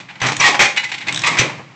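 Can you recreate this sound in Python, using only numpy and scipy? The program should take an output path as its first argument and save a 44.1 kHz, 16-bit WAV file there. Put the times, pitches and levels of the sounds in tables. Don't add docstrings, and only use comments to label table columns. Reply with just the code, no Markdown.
import sys
import numpy as np
from scipy import signal
from scipy.fft import rfft, irfft
from scipy.io import wavfile
from scipy.ndimage import uniform_filter1d, minimum_filter1d

SR = 44100
rng = np.random.default_rng(int(sys.argv[2]) if len(sys.argv) > 2 else 0)


def waveform_to_disk(signal):
    frames = np.transpose(np.atleast_2d(signal))
    scaled = np.clip(frames, -1, 1) * 32767
    samples = np.round(scaled).astype(np.int16)
    wavfile.write(sys.argv[1], SR, samples)


N = 77175
T = np.arange(N) / SR
HZ = np.maximum(np.arange(N + 1) * SR / (2 * N), 1)

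# start_s, rise_s, hold_s, level_db, treble_db
RATTLE_HITS = [(.000, .002, 0.0068, -33.5, 4), (0.084, .0033, 0.018, -30, -10.5),
               (0.106, .0033, 0.0045, -33, -4.5), (0.155, 0.00041, 0.0018, -28.5, -8),
               (0.199, 0.0057, .003, -29, 3), (0.686, .0026, .006, -31, 11.5),
               (0.76, .004, .005, -22.5, 5.5), (0.771, 0.0012, 0.0068, -11, 0.5),
               (0.794, .002, .002, -16, -8), (0.831, .002, 0.0067, -21.5, -3.5),
               (.840, 0.00079, 0.0076, -21.5, 5), (0.887, .0032, 0.012, -28, 0),
               (0.9153, .002, 0.0057, -17, -0.5), (0.937, .005, 0.0072, -21.5, 0.5),
               (0.979, .0017, 0.0065, -29, 4.5), (1.003, .005, 0.02, -26, -2),
               (1.065, .008, .003, -22, -0.5), (1.0805, .002, 0.01, -17, 0.5)]
# time_s, level_db
RUB_LEVELS = [(0, -37), (.08, -45), (.19, -41.5), (.26, -24), (.35, -29), (.55, -37.5), (.75, -46.5),
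              (1.03, -41), (1.09, -28), (1.22, -31), (1.36, -26.5), (1.47, -29), (1.60, -37), (1.66, -42.5),
              (1.75, -44)]
# start_s, rise_s, hold_s, level_db, bass_db, middle_db, treble_db
CLACK_HITS = [(.215, .0003, 0.001, -13.5, 0, 4.5, -2), (0.221, .005, 0.042, -17, 4, 7.5, -2.5),
              (0.264, .001, 0.0032, -21, 7, 6, 13), (0.28, 0.0044, .012, -19, 1.5, 10, 3),
              (0.316, 0.0035, 0.0024, -20.5, 7.5, 7, 6), (0.543, 0.00074, 0.011, -17, 7, 10.5, -0.5),
              (0.592, 0.00088, .016, -5, 4, 1, -2.5), (0.603, .003, 0.017, -3.5, -1, 1, 1.5),
              (.641, .002, 0.0033, -19, 3.5, 0, 9.5), (0.65, 0.0027, 0.0041, -21, 6, -1, 11),
              (1.368, 0.0024, 0.012, -16, -6, 5.5, -2), (1.385, 0.0012, 0.0098, -7.5, 2, -2.5, 5.5),
              (1.409, .002, 0.011, -16, 13.5, 7, -3), (1.429, 0.0033, 0.031, -27, 18, 7.5, -8),
              (1.494, 0.0027, 0.0029, -26, 1, 10.5, -4), (1.592, 0.0032, 0.0046, -38.5, 21, 17.5, -14)]
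# start_s, pitch_hz, level_db
SQUEAK_SLIPS = [(0.216, 6080, -23.5), (0.399, 5920, -12.5)]
# start_s, thud_db, boom_db
THUMP_HITS = [(0.217, -29, -21.5), (.245, -37.5, -21.5), (0.391, -28.5, -34.5), (0.469, -41, -51),
              (0.607, -21, -43), (1.394, -25, -15)]
# start_s, level_db, pitch_hz
PAWL_TICKS = [(0.3657, -16, 6900), (1.124, -15.5, 3680), (1.1440, -15.5, 3520), (1.1600, -16, 3820),
              (1.1737, -16.5, 3790), (1.1920, -17.5, 5620), (1.2170, -17, 5260), (1.272, -11.5, 7770)]
# start_s, rise_s, hold_s, level_db, bass_db, treble_db
SCRAPE_STROKES = [(0.394, 0.015, 0.059, -9, -8.5, -4), (0.44, 0.0045, 0.0084, -11.5, -2, 0.5),
                  (0.459, 0.0054, 0.016, -10, 2, 2), (0.484, 0.0015, 0.012, -15, 13, 0),
                  (1.233, 0.0044, 0.015, -12.5, -16, -5.5), (1.256, 0.013, 0.0075, -9.5, -11.5, -1.5),
                  (1.278, 0.0025, 0.0035, -15, 6.5, -2.5), (1.303, .005, 0.051, -22, 5.5, -6)]
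# start_s, pitch_hz, level_db
EDGE_CATCHES = [(.398, 2314, -18), (.441, 1872, -2), (.443, 827, -18.5), (.478, 1108, -28),
                (.526, 827, -17.5), (.596, 2012, -11), (0.596, 2510, -10), (.607, 824, -20.5),
                (.640, 780, -21.5), (.655, 2441, -12), (0.774, 2911, -14.5), (0.778, 3995, -23),
                (.779, 2015, -20), (.851, 2025, -20), (1.082, 2130, -16), (1.083, 2510, -17),
                (1.237, 1180, -23), (1.237, 2510, -12), (1.391, 5880, -9), (1.409, 2164, -16)]

# pitch_hz, level_db, fade_s (every fade_s is the time to drop 60 dB)
SLIDE_TONES = [(388, -14, .3), (1056, -8, .25), (1112, -6, .22), (1141, -4, .28), (1180, -8, .15),
               (1277, -11, .25), (1661, -12, .22), (1890, 2, .22), (2318, -7, .22), (2582, -5, .3)]
RACK_TONES = [(1421, -15, .22), (1753, -9, .25), (2025, 1, .13), (2130, -7, .11), (2441, -3, .15),
              (2510, -7, .1), (2911, -7, .16), (3182, -13, .2), (3995, -12, .2), (5990, -18, .08),
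              (6239, -18, .18)]
PANEL_TONES = [(827, 0, .36), (780, -8, .3)]
CABINET_TONES = [(124, 0, .19)]

# frequency_hz, level_db
RATTLE_SHAPE = [(50, -36), (130, -30), (600, -20.5), (850, -6), (1150, -13.5), (1550, -5), (1800, -5),
                (2100, 1.5), (2550, -1), (3200, -8.5), (3600, -5), (4200, -8.5), (4800, -14), (6200, -18),
                (8500, -17.5)]
RUB_SHAPE = [(25, -56), (80, -31), (108, -5), (135, -1), (175, -4), (220, -11.5), (290, -7.5), (420, -18.5),
             (700, -16.5), (1100, -13), (1500, -20.5), (2200, -13), (3300, -23), (8000, -34)]
CLACK_SHAPE = [(80, -25.5), (130, -8.5), (220, -11.5), (400, -8.5), (650, -7.5), (830, -5), (1150, -6.5),
               (1450, -3.5), (1800, 0), (2300, 4), (2800, -3), (3500, -5), (4900, -12), (6000, -8.5),
               (6700, -13.5), (7500, -15.5), (8500, -9.5)]
THUMP_SHAPE = [(20, -10), (45, -12), (80, -19.5), (125, 11.5), (180, -20.5), (300, -2), (600, -16)]
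TICK_SHAPE = [(200, -30.5), (1000, -27), (1700, 3.5), (2600, -3), (3100, 3.5), (3700, 0), (4400, -9.5),
              (5500, -1.5), (6700, -5), (7600, -1.5), (8500, 8.5)]
SCRAPE_SHAPE = [(80, -34.5), (250, -12.5), (700, -4.5), (920, -0.5), (1170, 4), (1400, -11), (2050, 5),
                (2500, 1.5), (3000, -4.5), (3600, -3), (4800, -7), (6000, -9.5), (8500, -11)]

# frequency_hz, fade_s
ROOM_FADES = [(100, 0.87), (800, 0.34), (2500, 0.35), (8000, 0.28)]

BASS_HZ, MIDDLE_HZ, CORE_HZ, TREBLE_HZ = 360, 1000, 1970, 5570
RATTLE_RING_DB, CLACK_RING_DB, SCRAPE_RING_DB = -24.5, -15, -26


def from_db(db):
    return 10 ** (np.asarray(db) / 20)


def at_hz(points, hz):
    frequencies, values = np.transpose(points)
    return np.interp(np.log(hz), np.log(frequencies), values)


def coloured(x, shape, boost_db=0):
    db = at_hz(shape, HZ) - 20 * np.log10(1 + (HZ / 10000) ** 8)
    gain = from_db(db) / np.sqrt(np.mean(from_db(db) ** 2)) * from_db(boost_db)
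    size = 2 ** 17
    cepstrum = irfft(np.interp(np.arange(size // 2 + 1) * SR / size, HZ, np.log(gain)))
    cepstrum[1:size // 2] *= 2
    cepstrum[size // 2 + 1:] = 0
    return irfft(rfft(x, size) * np.exp(rfft(cepstrum)))[:N]


def envelope(start_s, rise_s, hold_s, fade_s):
    rise = np.clip((T - start_s) / max(rise_s, 1e-4), 0, 1)
    return rise * from_db(-60 * np.clip((T - start_s - rise_s - hold_s) / fade_s, 0, 3))


def grit(contacts_per_s=3000, spread_db=3.5, contact_share=0.54):
    contacts = (rng.random(N) < contacts_per_s / SR) * rng.choice([-1, 1], N)
    contacts = contacts * from_db(spread_db * np.minimum(rng.exponential(1, N), 3))
    hiss = rng.standard_normal(N)
    return np.sqrt(contact_share) * contacts / contacts.std() + np.sqrt(1 - contact_share) * hiss


def resonances(tones, lift_db, width_hz=30, base_db=-1.5):
    power = sum(from_db(db / 2 + lift_db) ** 2 / (1 + (2 * (HZ - hz) / width_hz) ** 2)
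                for hz, db, _ in tones)
    return base_db + 10 * np.log10(1 + power)


def ring(blows, tones, scatter_db=3.0):
    starts, blow_db = np.transpose(blows)
    out = np.zeros(N)
    for hz, tone_db, fade_s in tones:
        clicks = np.zeros(N)
        times = starts + rng.random(len(starts)) / hz
        samples = np.clip((times * SR).astype(int), 0, N - 1)
        clicks[samples] = from_db(blow_db + tone_db + scatter_db * rng.standard_normal(len(starts)))
        decay, angle = from_db(-60 / (fade_s * SR)), 2 * np.pi * hz / SR
        feedback = [1, -2 * decay * np.cos(angle), decay * decay]
        out += signal.lfilter([0, np.sin(angle)], feedback, clicks + 1e-18)
    return out


def in_room(x, echo_db, delay_s=0.0041):
    octave_edges, tail = 80 * 2. ** np.arange(8), np.zeros(N)
    for low, high in zip(octave_edges, octave_edges[1:]):
        fade = envelope(delay_s, delay_s, 0, at_hz(ROOM_FADES, np.sqrt(low * high)))
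        band_filter = signal.butter(2, [low, high], "band", fs=SR, output="sos")
        band = signal.sosfilt(band_filter, rng.standard_normal(N))
        tail += band * fade / np.sqrt(np.sum(fade ** 2))
    return x + from_db(echo_db) * signal.fftconvolve(x, tail)[:N]


def rattles():
    out = np.zeros(N)
    body_db = resonances(RACK_TONES + PANEL_TONES, lift_db=0)
    for start, rise, hold, db, treble_db in RATTLE_HITS:
        balance_db = at_hz([(CORE_HZ, 0), (TREBLE_HZ, treble_db)], HZ)
        burst = grit() * envelope(start, rise, hold, fade_s=0.05)
        out += from_db(db) * coloured(burst, RATTLE_SHAPE, balance_db + body_db)
    blows = [(start + rise, db + RATTLE_RING_DB) for start, rise, _, db, _ in RATTLE_HITS]
    return in_room(out, echo_db=-7) + ring(blows, RACK_TONES)


def cabinet_rumble():
    level = from_db(np.interp(T, *np.transpose(RUB_LEVELS)))
    return coloured(level * grit(), RUB_SHAPE)


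def clacks(low_cut_hz=138):
    out = np.zeros(N)
    body_db = resonances(SLIDE_TONES + RACK_TONES + PANEL_TONES, lift_db=2.5)
    for start, rise, hold, db, bass_db, middle_db, treble_db in CLACK_HITS:
        balance = [(BASS_HZ, bass_db), (MIDDLE_HZ, middle_db), (CORE_HZ, 0), (TREBLE_HZ, treble_db)]
        burst = grit() * envelope(start, rise, hold, fade_s=0.072)
        out += from_db(db) * coloured(burst, CLACK_SHAPE, at_hz(balance, HZ) + body_db)
    out = signal.sosfilt(signal.butter(2, low_cut_hz, "high", fs=SR, output="sos"), out)
    blows = [(start + rise, db + CLACK_RING_DB) for start, rise, _, db, *_ in CLACK_HITS]
    return in_room(out, echo_db=-7) + ring(blows, RACK_TONES)


def squeaks(wobble_hz=129):
    out = np.zeros(N)
    wobble = uniform_filter1d(rng.standard_normal(N), size=60)
    for start, hz, db in SQUEAK_SLIPS:
        pitch_hz = hz + wobble_hz * wobble / wobble.std()
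        tone = np.sqrt(2) * np.sin(2 * np.pi * np.cumsum(pitch_hz) / SR)
        out += from_db(db) * envelope(start, rise_s=0.0027, hold_s=0.003, fade_s=0.015) * tone
    return out


def cabinet_thumps():
    force = sum(from_db(thud_db) * envelope(start, rise_s=0.0013, hold_s=0.0045, fade_s=0.065)
                for start, thud_db, _ in THUMP_HITS)
    thuds = coloured(force * rng.standard_normal(N), THUMP_SHAPE)
    booms = ring([(start, boom_db) for start, _, boom_db in THUMP_HITS], CABINET_TONES)
    return thuds + booms


def ratchet(rise_s=0.0005, ping_db=-0.5, ping_fade_s=0.021):
    force = sum(from_db(db) * envelope(start, rise_s, hold_s=0.0027, fade_s=0.016)
                for start, db, _ in PAWL_TICKS)
    pings = sum(ring([(start + rise_s, db)], [(hz, ping_db, ping_fade_s)])
                for start, db, hz in PAWL_TICKS)
    ticks = coloured(force * rng.standard_normal(N), TICK_SHAPE)
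    return in_room(ticks + pings, echo_db=-6)


def scrapes():
    out = np.zeros(N)
    body_db = resonances(SLIDE_TONES, lift_db=-3.5)
    for start, rise, hold, db, bass_db, treble_db in SCRAPE_STROKES:
        balance = [(BASS_HZ, bass_db), (MIDDLE_HZ, 0), (CORE_HZ, 0), (TREBLE_HZ, treble_db)]
        burst = grit() * envelope(start, rise, hold, fade_s=0.072)
        out += from_db(db) * coloured(burst, SCRAPE_SHAPE, at_hz(balance, HZ) + body_db)
    blows = [(start + rise, db + SCRAPE_RING_DB) for start, rise, _, db, *_ in SCRAPE_STROKES]
    return in_room(out, echo_db=-5) + ring(blows, SLIDE_TONES)


def clangs():
    out = np.zeros(N)
    tones = SLIDE_TONES + RACK_TONES + PANEL_TONES
    for start, pitch_hz, db in EDGE_CATCHES:
        hz, _, fade_s = min(tones, key=lambda tone: abs(tone[0] - pitch_hz))
        out += ring([(start, db)], [(hz, 0, fade_s)])
    return out


def scene():
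    background = from_db(-55) * coloured(rng.standard_normal(N), RUB_SHAPE)
    metal = clacks() + scrapes() + rattles() + clangs() + ratchet() + squeaks()
    cabinet = cabinet_rumble() + cabinet_thumps()
    return (background + metal + cabinet)[None]


def record(dry, mic_top_hz=7790, limit=0.67, strength=0.82, window_s=0.00037, clip_at=0.73):
    x = signal.sosfilt(signal.butter(18, mic_top_hz, fs=SR, output="sos"), dry)
    x = signal.sosfilt(signal.cheby2(12, 60, 9800, fs=SR, output="sos"), x)
    span = int(window_s * SR)
    needed_gain = limit / np.maximum(abs(x), limit)
    smooth_gain = uniform_filter1d(minimum_filter1d(needed_gain, span), span)
    clipped = np.clip(x * smooth_gain ** strength, -clip_at, clip_at)
    return signal.sosfilt(signal.cheby2(20, 60, 16400, fs=SR, output="sos"), clipped)


dry = scene()
out = record(dry)
waveform_to_disk(out)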